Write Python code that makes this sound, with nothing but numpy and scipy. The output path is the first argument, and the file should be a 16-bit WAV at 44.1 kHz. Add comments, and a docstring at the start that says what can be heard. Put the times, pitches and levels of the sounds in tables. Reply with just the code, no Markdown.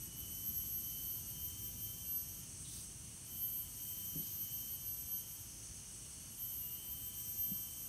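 """Midday cicadas in a rainforest

One cicada close by sings long, mostly rising phrases near 12 kHz, built from throbbing partials of a body tone.
Neighbours sing more faintly. Behind them far insects buzz as a blurred click train and hiss as resonant noise.
Shaped noise makes the leaf bed, two rustles, a high hiss and a low rumble of moving air.
Soft thumps, first a close pair and later a single one, are short decaying sine modes."""
import sys
import numpy as np
from scipy import signal
from scipy.fft import rfft, irfft, next_fast_len
from scipy.io import wavfile

SR = 44100
rng = np.random.default_rng(int(sys.argv[2]) if len(sys.argv) > 2 else 0)


def wrap_up_sound(samples):
    """Save the sound to the file named by the first command line argument, as 16-bit audio."""
    columns = np.atleast_2d(samples).T
    # keep every value between -1 and 1, then stretch to whole-number steps
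    tamed = np.clip(columns, -1, 1)
    steps = np.round(tamed * 32767).astype(np.int16)
    wavfile.write(sys.argv[1], SR, steps)


N = 347508

# Pitch glide of the near cicada, one list a phrase. Each row: time in seconds, ring pitch in Hz.
NEAR_PITCH = [
    [(.12, 12277), (.21, 12201), (.25, 12180), (.484, 12202), (1.113, 12280), (1.6, 12330), (2.3, 12404),
     (2.5, 12420)],
    [(3.24, 12292), (3.315, 12267), (3.43, 12266), (3.829, 12305), (4.387, 12348), (5.335, 12424),
     (5.62, 12428)],
    [(6.32, 12313), (6.395, 12278), (6.445, 12272), (6.559, 12287), (6.924, 12318), (7.432, 12353),
     (7.876, 12385)],
]
# Loudness contour of its ring, one list a phrase. Each row: time in seconds, guide level in dB.
NEAR_RING_LEVEL = [
    [(0.12, -64), (0.2, -53), (0.32, -60), (0.49, -41.5), (0.52, -53), (0.58, -42.5), (0.62, -50),
     (0.75, -44.5), (0.99, -53), (1.11, -45.5), (1.25, -60), (1.29, -49), (1.37, -58), (1.45, -46.5),
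     (1.54, -59), (1.64, -48), (1.76, -58), (1.84, -48), (1.99, -57), (2.17, -42), (2.25, -57), (2.29, -51),
     (2.41, -59), (2.5, -88)],
    [(3.24, -71), (3.33, -52), (3.44, -44), (3.51, -47.5), (3.6, -45), (3.65, -59), (3.73, -59),
     (3.84, -48.5), (4.3, -54), (4.39, -47), (4.5, -56), (4.54, -46), (4.78, -58), (4.88, -45), (4.97, -53),
     (5.01, -47), (5.06, -57), (5.12, -43.5), (5.19, -49), (5.25, -61), (5.34, -53), (5.38, -65),
     (5.41, -57), (5.62, -80)],
    [(6.32, -70), (6.366, -64), (6.392, -54), (6.436, -48.5), (6.57, -51), (6.648, -45.5), (6.704, -53),
     (6.748, -47), (6.8, -62), (6.926, -48), (6.96, -55), (7.082, -49), (7.126, -56), (7.19, -47),
     (7.242, -54), (7.298, -46.5), (7.354, -52), (7.402, -42), (7.438, -41), (7.48, -46), (7.628, -47.5),
     (7.692, -58), (7.71, -54.5), (7.876, -53)],
]
# Echoes off trunks favour some pitches and cancel others, alike in every phrase.
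# Each row: ring pitch in Hz, guide level of the body tone in dB.
NEAR_BODY_ECHOES = [(12180, -67), (12199, -64), (12207, -73), (12219, -64.5), (12233, -73), (12243, -71),
                    (12251, -61), (12272, -63.5), (12288, -66.5), (12295, -82), (12303, -66),
                    (12312, -63.5), (12339, -65), (12346, -76), (12354, -64), (12376, -66.5), (12390, -79),
                    (12400, -74.5), (12414, -65.5), (12428, -75)]
# The same for the stroke line below the ring. Each row: ring pitch in Hz, guide level in dB.
NEAR_STROKE_ECHOES = [(12180, -60), (12200, -62.5), (12240, -64), (12262, -76), (12275, -53.5),
                      (12290, -72), (12312, -53), (12328, -63), (12345, -59), (12358, -62), (12368, -72),
                      (12380, -54), (12392, -63), (12400, -57.5), (12428, -65)]
# Lift of the body tone: one value in dB for each phrase.
PHRASE_BODY_DB = [1, 0, -0.5]
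# Lines that follow the ring level. Each row: partial of the body tone, offset in half stroke rates,
# level in dB against the guide, scattered share of the power 0-1, blur (width of each of two poles) in Hz.
RING_LINES = [(4, 0, 3, .05, 30), (4, 2, -19, .5, 27), (4, -1, -18, .5, 40), (4, 1, -20, .6, 40),
              (4, -1, -9, .8, 280)]
# Lines that follow the body tone. Each row: partial, offset in half stroke rates, relative level in dB,
# scattered share 0-1, blur in Hz.
BODY_LINES = [(1, 0, 2, 0.05, 48), (1, 2, -18.5, 0.5, 14), (2, 0, -6.5, 0.25, 17), (3, 0, -3.5, 0.53, 18),
              (5, 0, -5, 0.37, 30), (5, -2, -1, 0.36, 34)]
# The stroke line just below the ring. Each row: partial, offset in half stroke rates, relative level in dB,
# scattered share 0-1, blur in Hz.
STROKE_LINES = [(4, -2, 0, 0.37, 29)]
NEAR_THROB_HZ = 302  # muscle strokes a second
ATTACK_S, RELEASE_S = 0.085, 0.24  # body tone and stroke line set in and die away
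STROKE_FADE, STROKE_FADE_HZ = 0.46, 3.9  # random fading: scattered share 0-1, width of each pole


def near_cicada():
    """Three mostly rising phrases; weaker lines swell and fade as pitch crosses the echoes' peaks and nulls."""
    out = 0
    for pitch, ring_rows, body_db in zip(NEAR_PITCH, NEAR_RING_LEVEL, PHRASE_BODY_DB):
        t, ring_hz = span(pitch)
        edges = edges_db(t, ATTACK_S, RELEASE_S)
        ring = in_time(ring_rows, t)[0]
        body = through_nulls(NEAR_BODY_ECHOES, ring_hz) + body_db + edges
        stroke = through_nulls(NEAR_STROKE_ECHOES, ring_hz) + edges
        stroke = stroke + fading(STROKE_FADE, STROKE_FADE_HZ, count=len(t))
        lines = [RING_LINES, BODY_LINES, STROKE_LINES]
        out = out + phrase(t, ring_hz, [ring, body, stroke], NEAR_THROB_HZ, lines)
    return out


# Pitch glides of the neighbours, one list a phrase. Each row: time in seconds, ring pitch in Hz.
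NEIGHBOUR_PITCH = [
    [(0, 11856), (.279, 11842), (.449, 11838)],
    [(.53, 11704), (.685, 11770), (.784, 11795), (1.004, 11835), (1.498, 11907)],
    [(3.9, 11701), (4.05, 11778), (4.149, 11806), (4.4, 11847), (4.698, 11891), (4.948, 11907)],
    [(6.2, 11385), (6.484, 11441), (6.639, 11460), (6.859, 11474), (7.048, 11492)],
]
# Neighbours' phrases. Each row: rise in seconds, fall in seconds, guide level of the ring in dB,
# clock time of the loudest body tone in seconds, guide level of the body tone there in dB.
NEIGHBOUR_PHRASES = [(.001, 0.11, -52, .2, -63.5), (.1, 0.61, -50.5, 1.104, -74),
                     (.25, .2, -51.5, 4.5, -68), (.28, 0.46, -54.5, 6.7, -62.5)]
# Lines that follow the neighbours' ring. Each row: partial of the body tone, offset in half stroke rates,
# relative level in dB, scattered share 0-1, blur (width of each of two poles) in Hz.
NEIGHBOUR_RING_LINES = [(4, 0, 1.5, 0.32, 28), (4, -2, -11, .6, 27), (4, 2, -11, 0.78, 52),
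                        (5, 0, -20, .5, 33)]
# Lines that follow the neighbours' body tone. Each row: partial, offset in half stroke rates,
# relative level in dB, scattered share 0-1, blur in Hz.
NEIGHBOUR_BODY_LINES = [(1, 0, 0, .1, 17)]
NEIGHBOUR_THROB_HZ = 232  # muscle strokes a second
NEIGHBOUR_FADE, NEIGHBOUR_FADE_HZ = 0.43, 11  # random fading: scattered share 0-1, width of each pole
BODY_SWELL_DB_PER_S2 = 500


def neighbours():
    """Shorter phrases at lower pitch with slower strokes; the ring flutters, the body tone swells once."""
    out = 0
    for pitch, (rise, fall, ring_db, loudest, body_db) in zip(NEIGHBOUR_PITCH, NEIGHBOUR_PHRASES):
        t, ring_hz = span(pitch)
        flutter = fading(NEIGHBOUR_FADE, NEIGHBOUR_FADE_HZ, count=len(t))
        ring = ring_db + edges_db(t, rise, fall) + flutter
        body = body_db - BODY_SWELL_DB_PER_S2 * (t - loudest) ** 2
        lines = [NEIGHBOUR_RING_LINES, NEIGHBOUR_BODY_LINES]
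        out = out + phrase(t, ring_hz, [ring, body], NEIGHBOUR_THROB_HZ, lines)
    return out


def phrase(t, ring_hz, levels_db, throb_hz, lines_by_level):
    """A cicada phrase: partials of the body tone with stroke side lines; echoes off trunks blur each line."""
    out = np.zeros(N)
    start = round(t[0] * SR)
    body_turn = 2 * np.pi * np.cumsum(ring_hz / 4) / SR  # the ring is four times the body tone
    half_strokes = np.pi * throb_hz * t
    for level_db, lines in zip(levels_db, lines_by_level):
        for partial, offset, line_db, scatter, blur_hz in lines:
            blur = np.sqrt(1 - scatter) + np.sqrt(scatter) * wander(blur_hz, count=len(t))
            turn = partial * body_turn + offset * half_strokes + rng.uniform(0, 2 * np.pi)
            line = np.real(blur * np.exp(1j * turn))
            out[start:start + len(t)] += np.sqrt(2) * from_db(level_db + line_db) * line
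    return out


def span(pitch):
    """Sample times and ring pitch of a phrase."""
    first, last = round(pitch[0][0] * SR), min(N, round(pitch[-1][0] * SR))
    t = np.arange(first, last) / SR
    return t, in_time(pitch, t)[0]


EDGE_DB = -14  # level at the very start and end of a phrase, against its hold


def edges_db(t, rise, fall):
    """Attack, hold and release in dB; a phrase that reaches the end of the scene holds on."""
    fall = fall if t[-1] < N / SR - .01 else 1e-3
    away_from_hold = np.maximum(1 - (t - t[0]) / rise, 1 - (t[-1] - t) / fall)
    return EDGE_DB * np.clip(away_from_hold, 0, 1)


def fading(share, rate_hz, count):
    """A steady path and moving scattered paths add and cancel: level in dB with brief deep dips."""
    paths = np.sqrt(1 - share) + np.sqrt(share) * wander(rate_hz, count)
    return 20 * np.log10(np.abs(paths) + 1e-3)


def through_nulls(rows, at):
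    """A dB table joined in amplitude: round swells, sharp nulls."""
    where, level_db = np.transpose(rows)
    return 20 * np.log10(np.interp(at, where, from_db(level_db)))


# Thumps. Each row: start in seconds, pitch in Hz, level of the lowest mode in dB as its decay begins,
# swell in seconds, 60 dB decay time in seconds, upper modes in dB against the lowest.
THUMPS = [(4.152, 158.5, -38, 0.0081, 0.2, -5), (4.193, 195, -45.5, 0.0041, 0.17, -11),
          (7.514, 184.6, -32.5, 0.0065, 0.076, -17.5)]
# Modes above the lowest. Each row: multiple of the pitch, level in dB against the upper-mode setting.
THUMP_MODES = [(1.75, -0.5), (2.6, -13), (3.5, -19.5)]


def thumps():
    """A soft knock swells for a moment and rings its low modes, with its own share of upper modes."""
    out = np.zeros(N)
    for start, hz, peak_db, swell, t60, upper_db in THUMPS:
        t = np.maximum(np.arange(N) / SR - start, 0)
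        onset = np.sin(np.pi / 2 * np.minimum(t / swell, 1)) ** 2
        decay = from_db(peak_db - 60 * t / t60)
        lowest = np.sin(2 * np.pi * hz * t)
        upper = sum(from_db(upper_db + d) * np.sin(2 * np.pi * k * hz * t) for k, d in THUMP_MODES)
        out += onset * decay * (lowest + upper)
    return out


# Rustles. Each row: start in seconds, rise in seconds, fall in seconds, dull part in dB, bright part in dB.
RUSTLES = [(2.635, 0.15, 0.1, -63, -52.5), (4.19, 0.073, 0.16, -72, -57)]
# Spectrum of the dull part. Each row: frequency in Hz, relative density in dB.
DULL_COLOUR = [(2000, -31), (3000, -2), (3600, 3), (4300, -1), (5000, -29)]
# Spectrum of the bright part. Each row: frequency in Hz, relative density in dB.
BRIGHT_COLOUR = [(2500, -22), (4800, 0), (9000, -11), (11000, 0.5), (13500, -5.5), (15700, -4)]


def rustles():
    """A branch shakes: the swish starts dull and brightens as the leaves speed up."""
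    t, dull, bright = np.arange(N) / SR, 0, 0
    for start, rise, fall, dull_db, bright_db in RUSTLES:
        # the dull part keeps a faint floor before and after the swish
        dull_shape = np.interp(t, np.cumsum([start, .02, rise, fall / 2]), [0.0077, 1, 0.67, 0.015])
        bright_shape = np.interp(t, np.cumsum([start, rise, fall]), [0, 1, 0])
        dull = dull + from_db(dull_db) * dull_shape
        bright = bright + from_db(bright_db) * bright_shape
    grain = from_db(1.5 * np.real(wander(150, count=N)))  # about 1 dB rms of fast roughness
    return grain * (dull * coloured(DULL_COLOUR) + bright * coloured(BRIGHT_COLOUR))


# Click rate of the far buzzers. Each row: time in seconds, clicks per second.
BUZZ_RATE = [(0, 310.6), (.8, 310.6), (1.6, 311.2), (2.4, 311.3), (2.7, 312.1), (3.7, 311.4), (4.4, 310.6),
             (6.4, 310.4), (7.88, 310.3)]
# Loudness of the far buzzers. 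Each row: time in seconds, level in dB.
BUZZ_LEVEL = [(0, -57), (1.4, -56.5), (2.45, -58), (2.7, -53), (3.1, -57.5), (3.75, -55.5), (5.6, -58),
              (7.45, -56), (7.66, -54.5), (7.88, -57.5)]
# Their wing resonance seen through the click harmonics. Each row: harmonic number, relative level in dB.
BUZZ_HARMONICS = [(23, -10.5), (24, -12.5), (25, -8), (26, -0.5), (27, -1), (28, -3), (29, -4), (30, -4.5),
                  (31, -8), (32, -14), (33, -20)]
CHORUS_FLICKER_DB, CHORUS_FLICKER_HZ = 0.87, 8.8  # rms waver, width of each pole


def buzzers():
    """Many insects click at nearly one rate: each harmonic of the click train becomes a narrow band."""
    turn = 2 * np.pi * np.cumsum(in_time(BUZZ_RATE)[0]) / SR
    bands = 0
    for harmonic, harmonic_db in BUZZ_HARMONICS:
        band = np.real(wander(56, count=N) * np.exp(1j * harmonic * turn))
        bands = bands + from_db(harmonic_db) * band
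    level_db = in_time(BUZZ_LEVEL)[0] + flicker(CHORUS_FLICKER_DB, CHORUS_FLICKER_HZ, count=N)
    return from_db(level_db) * rms_one(bands)


# Far hissing choruses. Each row: time in seconds, main band level in dB, lower band level in dB.
HISS_LEVELS = [(0, -59.5, -71), (1.1, -56, -68.5), (2.2, -58, -70.5), (2.95, -59, -72), (3.64, -64, -68.5),
               (3.8, -57.5, -71), (4.5, -57.5, -68.5), (5.4, -57.5, -72), (6.28, -58, -67),
               (6.4, -59.5, -74), (7.0, -65, -70), (7.18, -58, -70), (7.88, -57.5, -71.5)]
# Resonances of the main band. Each row: centre in Hz, width of each pass in Hz, relative level in dB.
MAIN_BAND = [(6215, 910, 1), (5736, 840, -6.5)]
# Resonances of the lower band. Each row: centre in Hz, width of each pass in Hz, relative level in dB.
LOWER_BAND = [(4434, 370, 0), (2916, 370, 0)]


def hissers():
    """Two broad choruses of resonant noise that swell and dip, each flickering slightly."""
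    out = 0
    for level_db, band in zip(in_time(HISS_LEVELS), [MAIN_BAND, LOWER_BAND]):
        waver = flicker(CHORUS_FLICKER_DB, CHORUS_FLICKER_HZ, count=N)
        out = out + from_db(level_db + waver) * resonant_noise(band)
    return out


def resonant_noise(modes):
    """Dense unsynchronised clicks act as noise; each body resonance rings twice over."""
    out = 0
    for hz, width_hz, level_db in modes:
        r = np.exp(-np.pi * width_hz / SR)
        section = [1, 0, -1, 1, -2 * r * np.cos(2 * np.pi * hz / SR), r * r]
        ringing = signal.sosfilt([section] * 2, rng.standard_normal(N))
        out = out + from_db(level_db) * rms_one(ringing)
    return rms_one(out)


def flicker(depth_db, rate_hz, count):
    """A level in dB that wavers at random by the given rms depth."""
    return depth_db * np.sqrt(2) * np.real(wander(rate_hz, count))


# Spectrum of the highest hiss. 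Each row: frequency in Hz, relative density in dB.
HIGH_HISS_COLOUR = [(12400, -39), (12700, 6), (14000, -4), (15700, 0)]
HIGH_HISS_DB, HIGH_HISS_DROP_DB, HIGH_HISS_EDGE_S = -71, -29, .08  # level in pauses, change, ramp


def high_hiss():
    """Band of noise above the ring that drops far down while the near cicada sings."""
    t = np.arange(N) / SR
    singing = 0
    for pitch in NEAR_PITCH[:-1]:
        inside = np.minimum(t - pitch[0][0] - ATTACK_S, pitch[-1][0] - RELEASE_S - t)
        singing = singing + np.clip(inside / HIGH_HISS_EDGE_S + .5, 0, 1)
    inside_last = t - NEAR_PITCH[-1][0][0] - ATTACK_S  # the last phrase holds to the end
    singing = singing + np.clip(inside_last / HIGH_HISS_EDGE_S + .5, 0, 1)
    return from_db(HIGH_HISS_DB + HIGH_HISS_DROP_DB * singing) * coloured(HIGH_HISS_COLOUR)


# Spectrum of the leaf bed. Each row: frequency in Hz, relative density in dB.
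LEAF_COLOUR = [(210, -44), (350, -14), (517, -14), (1030, -15), (1990, -17.5), (3120, -11.5), (3970, -19),
               (4350, -15.5), (4900, -15.5), (6230, -3.5), (7300, -17), (8410, -5), (11200, -8),
               (12450, -14.5), (12800, -50)]
LEAVES_DB = -55.5


def leaf_noise():
    """Countless small leaf contacts blend into steady shaped noise."""
    return from_db(LEAVES_DB) * coloured(LEAF_COLOUR)


# Loudness of the rumble. Each row: time in seconds, level in dB.
RUMBLE_LEVEL = [(0, -54), (1.6, -54.5), (2.3, -56), (3.6, -56.5), (4.8, -57.5), (6.1, -58.5), (7.88, -57.5)]
# Spectrum of the rumble. Each row: frequency in Hz, relative density in dB.
RUMBLE_COLOUR = [(20, -39), (30, -24), (42, -3.5), (59, -0.5), (114, 0), (214, -8.5), (260, -12),
                 (320, -14), (450, -25.5), (700, -45)]


def moving_air():
    """Low noise of moving air under small random gusts."""
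    gusts = from_db(1.0 * np.real(wander(10.4, count=N)))  # about 0.7 dB rms
    return from_db(in_time(RUMBLE_LEVEL)[0]) * gusts * coloured(RUMBLE_COLOUR)


def from_db(db):
    """Amplitude of a level in dB."""
    return 10 ** (np.asarray(db) / 20)


def rms_one(x):
    """The signal scaled to rms 1."""
    return x / np.sqrt(np.mean(np.abs(x) ** 2) + 1e-20)


def in_time(rows, at=None):
    """Columns of a curve table, joined by straight lines."""
    at = np.arange(N) / SR if at is None else at
    s, *columns = np.transpose(rows)
    return [np.interp(at, s, c) for c in columns]


def coloured(points):
    """Noise with the given spectrum, silent outside it; rms 1."""
    size = next_fast_len(N)
    hz = np.arange(1, size // 2 + 2) * SR / size
    f, level_db = np.transpose(points)
    gain = from_db(np.interp(np.log(hz), np.log(f), level_db, left=-200, right=-200))
    return rms_one(irfft(rfft(rng.standard_normal(size)) * gain, size)[:N])


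def wander(width_hz, count):
    """Complex slow noise of rms 1 from two equal poles of the given width: spreads a line into a band."""
    r = np.exp(-40 * np.pi * width_hz / SR)  # one slow step every 40 samples
    raw = rng.standard_normal((2, count // 40 + 502))
    slow = signal.lfilter([1], [1, -2 * r, r * r], raw)[:, 500:]  # skip the filter's start
    return np.interp(np.arange(count) / 40, np.arange(slow.shape[1]), rms_one(slow[0] + 1j * slow[1]))


def scene():
    """All sources, alike in both channels."""
    insects = near_cicada() + neighbours() + buzzers() + hissers()
    mono = insects + rustles() + thumps() + moving_air() + leaf_noise() + high_hiss()
    return np.stack([mono, mono])


CUTOFF_HZ = 15800


def record(dry):
    """A steep elliptic low-pass cuts the top."""
    return signal.sosfilt(signal.ellip(12, .5, 60, CUTOFF_HZ, fs=SR, output="sos"), dry)


dry = scene()
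out = record(dry)
wrap_up_sound(out)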